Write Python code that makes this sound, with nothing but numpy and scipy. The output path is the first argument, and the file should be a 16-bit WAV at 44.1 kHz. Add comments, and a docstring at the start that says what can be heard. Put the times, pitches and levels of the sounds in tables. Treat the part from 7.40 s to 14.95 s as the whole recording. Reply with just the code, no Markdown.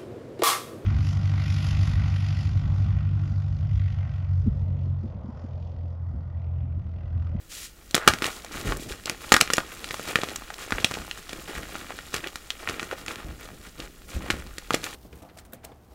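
"""A small room, a phone close to two hands that crush dry chalk blocks over a pile of loose powder.
Each fracture is a short pressure pulse trailed by micro-cracks. Between fractures random clicks, each
rung through a short response, make grinding crumbs, ticking chips and flakes, and hissing powder.
Hands and lumps thud softly into the pile: slow noise pushes rock the work top.
Walls answer with a decaying noise tail over steady air noise; the hardest snaps overload the microphone."""
import sys
import numpy as np
from scipy import signal
from scipy.fft import rfft, irfft
from scipy.io import wavfile
from scipy.ndimage import uniform_filter1d

SR = 44100
rng = np.random.default_rng(int(sys.argv[2]) if len(sys.argv) > 2 else 0)


def master(y):
    """Save y as 16-bit WAV."""
    cut = np.clip(np.atleast_2d(y).T, -1, 1)
    pcm = np.round(cut * 32767)  # scale
    wavfile.write(sys.argv[1], SR, pcm.astype(np.int16))


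N = 332955
TIME = np.arange(N) / SR

# All table levels are relative: gains of the mix come on top.
# Steady air noise of the room: (frequency [Hz], level [dB])
AIR_COLOUR = [(20, 6.5), (50, 13.5), (80, 1), (200, -11.5), (350, -9.5), (600, -33), (2000, -56),
              (7000, -31), (15500, -20)]
# Echoes of the near walls: (frequency [Hz], level [dB])
ECHO_COLOUR = [(80, -10), (300, -1), (800, 1), (1400, 2.5), (2500, -2), (5000, -0.5), (15000, -3)]
# Response of the microphone: (frequency [Hz], level [dB])
MIC_RESPONSE = [(60, -1), (400, 0.5), (650, 6), (850, 4), (960, -5.5), (1080, -1), (1300, -2.5),
                (1800, -1.5), (3000, 0.5), (4000, 1), (4800, 0), (6500, -0.5), (9500, -2), (15000, -2)]
# Ring of the hollow hands and the work top: (frequency [Hz], time to fall 60 dB [s], level [dB])
HOLLOW_MODES = [(248.5, 0.073, -34), (430, 0.022, -35), (1088, 0.038, -33), (1265, 0.016, -23.5),
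                (1660, 0.023, -30.5), (2165, 0.19, -56), (3940, 0.018, -35), (5450, 0.02, -40),
                (6860, 0.039, -25), (7440, 0.004, -24.5)]
# Hands and lumps landing on the pile:
# (time [s], thud of the work top [dB], decay of the push [s], slumping powder [dB], length of the slump [s])
LANDINGS = [(0.68, -48, .025, -32, .025), (1.12, -46, .04, -44, 0.11), (1.258, -28, .065, -27.5, 0.063),
            (1.457, -38, .04, -40.5, 0.044), (3.325, -31, .021, -40, 0.14), (3.575, -41, .026, -43, 0.037),
            (3.935, -52, .03, -44, 0.043), (4.164, -36, 0.042, -41.5, 0.076),
            (5.274, -47, .044, -43, 0.039), (5.839, -36, .075, -41.5, .09), (6.11, -52, .03, -43.5, 0.029),
            (6.388, -40, 0.035, -42.5, 0.052), (6.74, -27, 0.048, -40, 0.14),
            (6.9, -37, 0.13, -34.5, 0.061), (7.32, -48, .03, -38.5, 0.079)]
# Spectra of the slumping pile, hissing powder and grinding crumbs: (frequency [Hz], level [dB])
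PILE_COLOUR = [(20, -21.5), (50, 1), (85, 0.5), (130, -0.5), (225, -2), (380, -6), (650, -18), (1500, -48)]
POWDER_COLOUR = [(800, -14.5), (2000, 3.5), (4000, 2.5), (7500, 3.5), (10000, 2), (15500, -6)]
CRUMB_COLOUR = [(120, -12), (300, 9), (600, -5.5), (1300, 3), (2200, 1.5), (3500, -7.5), (6000, -24),
                (14000, -17)]
# Loose chalk shifting while the hands move: (time [s], crumbs [dB], powder [dB], pile [dB])
STIRRING = [(0.36, -62, -58, -57), (0.56, -53, -56, -57), (0.72, -41, -48, -48), (0.99, -47, -52.5, -52.5),
            (1.37, -46, -52.5, -47), (1.67, -54, -52, -53), (1.97, -43, -50.5, -57),
            (2.84, -49, -48.5, -46.5), (3.12, -46, -52, -63), (3.4, -40.5, -47.5, -47),
            (3.84, -48.5, -50.5, -55.5), (4.24, -46, -49, -47.5), (5.13, -51, -52.5, -58),
            (5.45, -44, -55, -47.5), (6.68, -60.5, -57.5, -53.5), (6.84, -48, -58, -42),
            (7.24, -52, -55, -58), (7.5, -43.5, -47, -55)]
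# Squeezes and rubs of the fingers: (start [s], length [s], grinding crumbs [dB], hissing powder [dB])
SQUEEZES = [(0.086, 0.17, -56, -39), (0.812, 0.074, -34, -39.5), (0.9, .07, -51, -43.5),
            (1.109, 0.1, -38.5, -42.5), (1.241, 0.073, -34.5, -40), (1.391, 0.044, -61, -42),
            (1.477, .045, -42.5, -42), (1.658, 0.058, -37, -49), (1.792, 0.14, -44.5, -47),
            (2.1, 0.07, -44, -41.5), (2.267, 0.15, -47.5, -51), (2.42, 0.29, -44.5, -45),
            (2.659, 0.048, -34, -39.5), (2.773, 0.15, -41.5, -48), (3.174, 0.068, -42, -43),
            (3.318, .1, -42, -50.5), (3.483, 0.13, -42.5, -49), (3.764, 0.025, -42, -46.5),
            (3.877, 0.14, -48.5, -52), (4.072, 0.034, -37, -46), (4.132, 0.05, -37.5, -46),
            (4.288, 0.13, -43.5, -49), (4.484, 0.025, -39, -55), (4.55, 0.039, -45.5, -52),
            (4.718, 0.063, -36.5, -44), (4.828, 0.037, -39.5, -55), (5.179, 0.055, -44.5, -51),
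            (5.252, 0.11, -41.5, -48.5), (5.398, 0.059, -43, -48.5), (5.497, 0.031, -41, -51),
            (5.566, 0.032, -47, -47), (5.666, 0.062, -37.5, -45.5), (5.765, 0.035, -41.5, -54),
            (5.985, 0.068, -45.5, -50.5), (6.214, 0.066, -50.5, -52), (6.37, 0.074, -44, -51.5),
            (6.672, .09, -44, -46.5), (6.79, 0.21, -42.5, -51.5), (7.318, 0.038, -38.5, -45),
            (7.423, 0.041, -39, -40)]
# The first block strains around its main break: (time [s], level [dB])
STRAIN = [(.55, -68), (.59, -39), (.63, -37), (.72, -39), (.78, -52), (.84, -67)]
# Fractures: (time [s], strength [dB], pitch of the crack [Hz],
# dull knock of the lump [dB re strength], fine splinters [dB re strength])
SNAPS = [(0.51, -37, 3380, -7, 7), (0.5451, -10.5, 1600, -1.5, -26), (0.5461, -8.5, 3600, -8.5, -26),
         (0.551, -14, 1380, -5, 6), (0.565, -15, 1530, -6.5, -7), (0.579, -18, 1350, -1, -8),
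         (0.676, -6, 1700, -4, -16), (0.6766, 3, 1500, -11, -6), (0.679, -5.5, 1460, -10, -24),
         (0.6837, -12, 1760, -2, -11), (0.6859, -7, 1810, -20, -3), (0.7366, -14.5, 1710, -7.5, -8),
         (0.8219, -13, 1580, -6.5, -13), (0.8432, -12.5, 2120, -24, -11), (0.8576, -18.5, 2750, -22, -22),
         (0.8651, -20.5, 1990, -18, 1), (1.0468, -32.5, 834, -26, 2.5), (1.2816, -28, 1760, -2, -20),
         (1.3225, -15.5, 1120, -4, -26), (1.3708, -28, 9000, -26, -22), (1.5224, -26.5, 1850, -12, -6),
         (1.6576, -23.5, 3700, -10, 1), (1.697, -15, 2040, -10.5, -1), (1.9201, -2, 1010, -3, -5),
         (1.9212, 0, 1700, -20, -20), (1.925, -14.5, 1520, -16, 9), (1.9406, -4, 1770, -5.5, -3),
         (1.9447, -3.5, 1490, -15, -22), (1.9653, -6.5, 1560, -11, -5), (2.005, -23.5, 2040, 1, 6),
         (2.011, -3, 1960, -14.5, 0), (2.0202, -21.5, 2570, 5, -22), (2.076, -22.5, 1940, -12, -22),
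         (2.1024, -12, 1320, -9, -16), (2.135, -13, 2100, -7, 5), (2.1677, -29, 2750, -25, 10.5),
         (2.182, -7.5, 1190, -4.5, -15), (2.4433, -22.5, 2070, -17, -6), (2.5088, -19, 1950, -8, -24),
         (2.5427, -23, 1170, -28, -4), (2.596, -25, 1070, 0, -13), (2.757, -3.5, 1710, -10, -30),
         (2.788, -24.5, 1910, 3, -20), (2.8164, -23, 2550, -10, -22), (2.8345, -17, 1050, -1, -8.5),
         (2.8875, -24.5, 2530, -3, -12), (2.9595, -28, 1500, -29, 9), (3.0211, -31.5, 1080, -5, -22),
         (3.1034, -24, 1320, -31, -13), (3.3069, -22.5, 1410, -22, -6), (3.3225, -11, 1400, -7, -35),
         (3.4454, -5, 2830, -8, -7.5), (3.5124, -21, 1140, -0.5, -7), (3.5398, -22, 2390, -5, -5.5),
         (3.5716, -31.5, 596, 5, -22), (3.7123, -20, 2490, -21, -27), (3.894, -28, 3450, -7, -22),
         (3.931, -26.5, 1930, -1, -5), (4.3544, -22, 1240, -8.5, -27), (4.5059, -24.5, 1120, -12, -27),
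         (4.589, -25.5, 1580, -26, -27), (4.7417, -17.5, 1480, -7, -1), (4.7641, -23.5, 2060, -7, -1),
         (4.8725, -24, 2760, -26, -27), (4.9574, -24, 1570, -11, -2), (5.1044, -16.5, 2860, -23, -36),
         (5.2889, -18.5, 2150, -24, -16), (5.2964, -20.5, 1490, -0.5, -4.5),
         (5.3963, -18.5, 1970, -17, -29), (5.4294, -23.5, 1330, -2, -7), (5.5127, -21, 1390, -11, -29),
         (5.5275, -23.5, 460, -32, -13), (5.663, -28.5, 1770, -12, -1.5), (5.682, -20, 2230, -21, -20),
         (6.402, -26.5, 3220, -8, -28), (6.9029, -9.5, 1640, -9, -19), (6.9066, -14.5, 2020, -8.5, -9.5),
         (7.1824, -26, 1800, -6, 1.5), (7.3066, -12, 1250, -5.5, -15), (7.3424, -15.5, 1900, 5, -15),
         (7.3453, -13.5, 1670, -7, -1.5), (7.4413, -21, 2200, -10, -1)]

# Movements of the hand: a grip tightens and lets go; a hand sinks into the pile more slowly.
GRIP_ATTACK_S, GRIP_RELEASE_S = 0.011, 0.026
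SINK_ATTACK_S, SINK_RELEASE_S = 0.015, 0.064
SINK_LEAD_S = 0.023  # the slump begins this long before the thud
SWELL_SHARE = 0.12  # share of a movement's length added to its attack
# Trims of the stirring table
STIR_CRUMB_DB, STIR_POWDER_DB, STIR_PILE_DB = -1.7, 0, -0.2
# Every fracture sheds crumbs and dust (relative to its strength); some of all crumbs drop into the pile.
SHED_S, SHED_CRUMB_DB, SHED_POWDER_DB = 0.023, -29, -31.5
DROP_DB = -9.5
KNOCK_HZ = 220  # a breaking lump knocks against the palm
TOP_HZ = 15650  # upper limit of the microphone


def undb(db):
    """Decibels to gain."""
    return 10 ** (np.asarray(db) / 20)


def curves(table):
    """Every column of a table of (time, ..) rows, joined by straight lines."""
    s, *columns = np.transpose(table)
    return [np.interp(TIME, s, column) for column in columns]


def unit(x):
    """Scale to rms 1."""
    return x / np.sqrt(np.mean(x ** 2))


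def unit_energy(x):
    """Scale a short response to energy 1."""
    return x / np.sqrt(np.sum(x ** 2) + 1e-18)


def convolve(x, response):
    """Pass x through a response, keeping its length."""
    return signal.fftconvolve(x, response)[:len(x)]


def colour(x, points, size=4096):
    """Minimum-phase filter with the given (Hz, dB) outline."""
    hz, db = np.transpose(points)
    bin_hz = np.arange(size // 2 + 1) * SR / size
    outline_db = np.interp(np.log(bin_hz + 1), np.log(hz), db)
    # folding the cepstrum forward keeps the response causal
    cepstrum = irfft(np.log(undb(outline_db)))[:size // 2]
    cepstrum[1:] *= 2
    return convolve(x, irfft(np.exp(rfft(cepstrum, size))))


def walk(rate):
    """Random levels held 1 / rate seconds and smoothed twice, at rms 1."""
    hold = max(int(SR / rate), 2)
    steps = np.repeat(rng.standard_normal(N // hold + 1), hold)
    smooth = uniform_filter1d(uniform_filter1d(steps, hold), hold)
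    return unit(smooth[:N])


def pulse(hz, q, softness, size=1024):
    """One push and pull of air around hz, rounded by the softness of the chalk."""
    s = 1j * np.arange(size // 2 + 1) * SR / size / hz
    resonance = s / (1 + s / q + s * s)
    return unit_energy(irfft(resonance / (1 + s * softness) ** 2))


def decay_t60(t, t60_s):
    """Amplitude that falls 60 dB in t60_s."""
    return np.exp(-np.log(1000) * t / t60_s)


def grains(rate, spread_db):
    """Random clicks of either sign, rate a second: many small ones and a few large ones."""
    size = undb(spread_db * np.minimum(rng.exponential(size=N), 3.5))
    struck = rng.random(N) < rate / SR
    return unit(struck * size * rng.choice([-1, 1], N))


def fade(x, decay_s):
    """Let every impulse in x die away exponentially."""
    return signal.lfilter([1], [1, -np.exp(-1 / (decay_s * SR))], x)


def avalanches(rate, decay_s):
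    """Gain of a sticking and slipping grip: sudden bursts that die in milliseconds, over a steady grind."""
    slips = (rng.random(N) < rate / SR) * rng.uniform(0.5, 2.6, N)
    return 1 + fade(slips, decay_s)


def air():
    """The air of the room is steady noise."""
    return unit(colour(rng.standard_normal(N), AIR_COLOUR))


def room(x, t60_s=0.17, wet_db=-13, size=20000):
    """Near walls return a short diffuse tail that builds in about a millisecond."""
    t = np.arange(size) / SR
    tail = rng.standard_normal(size) * decay_t60(t, t60_s) * (1 - np.exp(-t / 0.0011))
    echoes = colour(convolve(x, unit_energy(tail)), ECHO_COLOUR)
    return x + undb(wet_db) * echoes


def hollow(x, bounce_s=0.0021, bounce_db=-15, size=4096):
    """The direct sound, its bounce off the work top, and the brief ring of the cupped hands."""
    t = np.arange(size) / SR
    ring = np.zeros(size)
    for hz, t60_s, db in HOLLOW_MODES:
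        ring += undb(db) * unit_energy(np.cos(2 * np.pi * hz * t) * decay_t60(t, t60_s))
    bounce = undb(bounce_db) * np.interp(TIME - bounce_s, TIME, x, left=0)
    return x + bounce + convolve(x, ring)


def thuds(top_hz=52, rise_s=0.0028, size=22000):
    """A soft, uneven push through the powder rocks the work top at its lowest mode."""
    out, t = np.zeros(N + size), np.arange(size) / SR
    rocking = pulse(top_hz, q=2.4, softness=0.54, size=8192)
    for s, db, decay_s, *_ in LANDINGS:
        push = rng.standard_normal(size) * (1 - np.exp(-t / rise_s)) * np.exp(-t / decay_s)
        thud = np.sqrt(decay_s * SR) * unit_energy(convolve(push, rocking))  # longer pushes carry more energy
        start = int(s * SR)
        out[start:start + size] += undb(db) * thud
    return out[:N]


def pile():
    """The loose powder gives way in runs of small dull slumps."""
    slumps = grains(rate=900, spread_db=2) * avalanches(rate=30, decay_s=0.004)
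    return unit(colour(slumps, PILE_COLOUR))


def gesture(start, length, attack_s, release_s):
    """Gain of one hand movement: it builds, holds and dies away; long ones build more slowly."""
    t = TIME - start
    build = np.clip(t / (attack_s + SWELL_SHARE * length), 0, 1)
    return build * np.exp(-np.clip((t - length) / release_s, 0, 20))


def shedding():
    """Power of the debris that runs out of the fresh cracks."""
    opened = np.zeros(N)
    for s, db, *_ in SNAPS:
        opened[int(s * SR)] += undb(db) ** 2
    return fade(opened + 1e-18, SHED_S / 2)  # power dies twice as fast as amplitude


def handling():
    """Gains of crumbs, powder and pile: stirring, shed debris, squeezes and landings add in power."""
    crumb_db, powder_db, pile_db = curves(STIRRING)
    shed = shedding()
    crumb = undb(crumb_db + STIR_CRUMB_DB) ** 2 + undb(SHED_CRUMB_DB) ** 2 * shed
    dust = undb(powder_db + STIR_POWDER_DB) ** 2 + undb(SHED_POWDER_DB) ** 2 * shed
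    for start, length, grind_db, hiss_db in SQUEEZES:
        grip = gesture(start, length, GRIP_ATTACK_S, GRIP_RELEASE_S) ** 2
        crumb += undb(grind_db) ** 2 * grip
        dust += undb(hiss_db) ** 2 * grip
    slump = undb(pile_db + STIR_PILE_DB) ** 2 + undb(DROP_DB) ** 2 * crumb
    for s, _, _, slump_db, length in LANDINGS:
        sink = gesture(s - SINK_LEAD_S, length, SINK_ATTACK_S, SINK_RELEASE_S)
        slump += (undb(slump_db) * sink) ** 2
    return np.sqrt([crumb, dust, slump])


def powder():
    """Fine dust shears between skin and chalk in a dense, slightly fluttering hiss."""
    dust = grains(rate=12000, spread_db=1.5) * undb(walk(220))
    return unit(colour(dust, POWDER_COLOUR))


def flakes():
    """Thin flakes tick as they break off, each size at its own pitch."""
    out = np.zeros(N)
    for hz in np.geomspace(2500, 12500, 9):
        out += convolve(grains(rate=60, spread_db=4.5), pulse(hz, q=3.5, softness=0.2))
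    return unit(out)


def chips(rate=6, low_hz=1000, high_hz=3600):
    """Small lumps give way one by one, each with a single dry tick."""
    out = np.zeros(N)
    for hz in np.geomspace(low_hz, high_hz, 4):
        out += convolve(grains(rate, spread_db=4.0), pulse(hz, q=1.3, softness=0.1))
    return unit(out)


def crumbs():
    """Crumbs of many sizes burst in quick clusters, alone and all together; coarse ones sound lower."""
    out = np.zeros(N)
    for hz in np.geomspace(400, 6400, 7):
        bursts = grains(rate=380, spread_db=4.5) * avalanches(rate=14, decay_s=0.004)
        out += np.sqrt(hz) * convolve(bursts, pulse(hz, q=1.5, softness=0.073))
    shared_slip = avalanches(rate=26, decay_s=0.0035)
    return unit(colour(out * shared_slip, CRUMB_COLOUR))


def strain(grit_hz=1550):
    """The two faces of a crack grate on each other inside the closed hands, in a narrow nasal crunch."""
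    strain_db, = curves(STRAIN)
    grit = grains(rate=1500, spread_db=3)
    return undb(strain_db) * unit(convolve(grit, pulse(grit_hz, q=1.8, softness=0.68)))


def snaps(trail_db=-4.5, debris_s=0.013, debris_db=-17, size=2048):
    """A crack opens with one pulse; micro-cracks run on for milliseconds and debris scatters behind."""
    out, t = np.zeros(N + size), np.arange(size) / SR
    knock = pulse(KNOCK_HZ, q=0.64, softness=0.15)
    splinter = pulse(7200, q=1.2, softness=0.89)
    for s, db, hz, knock_db, splinter_db in SNAPS:
        chance = rng.standard_normal((3, size)) ** 3  # cubing leaves a few strong spikes
        q = rng.uniform(1.15, 1.9)  # every lump is damped a little differently
        late = t > 0.6 / hz
        cracks = undb(trail_db) * unit_energy(chance[0] * late * np.exp(-t / 0.003))
        cracks += undb(debris_db) * unit_energy(chance[1] * late * np.exp(-t / debris_s))
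        cracks[0] += 1  # the opening pulse
        body = pulse(hz, q, softness=0.32) + undb(knock_db) * knock
        splinters = unit_energy(convolve(chance[2] * np.exp(-t / 0.002), splinter))
        start = int(s * SR)
        out[start:start + size] += undb(db) * (convolve(cracks, body) + undb(splinter_db) * splinters)
    return out[:N] * np.sqrt(SR / 1000)  # a 0 dB pulse has the energy of 1 ms at rms 1


def scene():
    """The chalk breaking in the hands, the pile below them, the room and its air around."""
    crumb, dust, slump = handling()
    # flakes come off only where the chalk is both squeezed and rubbed
    flake = np.minimum(crumb, dust)
    grinding = crumb * (undb(-1.0) * crumbs() + undb(-7.5) * chips())
    grinding += undb(-1.5) * dust * powder()
    grinding += undb(-4.5) * flake * flakes()
    chalk = undb(-2.1) * snaps() + strain() + grinding
    ground = undb(-2.0) * slump * pile() + thuds()
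    return (room(hollow(chalk) + ground) + undb(-49.5) * air())[None]


def record(dry):
    """The microphone colours the sound, clips the hardest snaps and cuts the top."""
    clipped = np.clip(colour(dry[0], MIC_RESPONSE), -1, 1)
    lowpass = signal.ellip(8, 0.2, 70, TOP_HZ, fs=SR, output="sos")
    return signal.sosfilt(lowpass, clipped)[None]


dry = scene()
out = record(dry)
master(out)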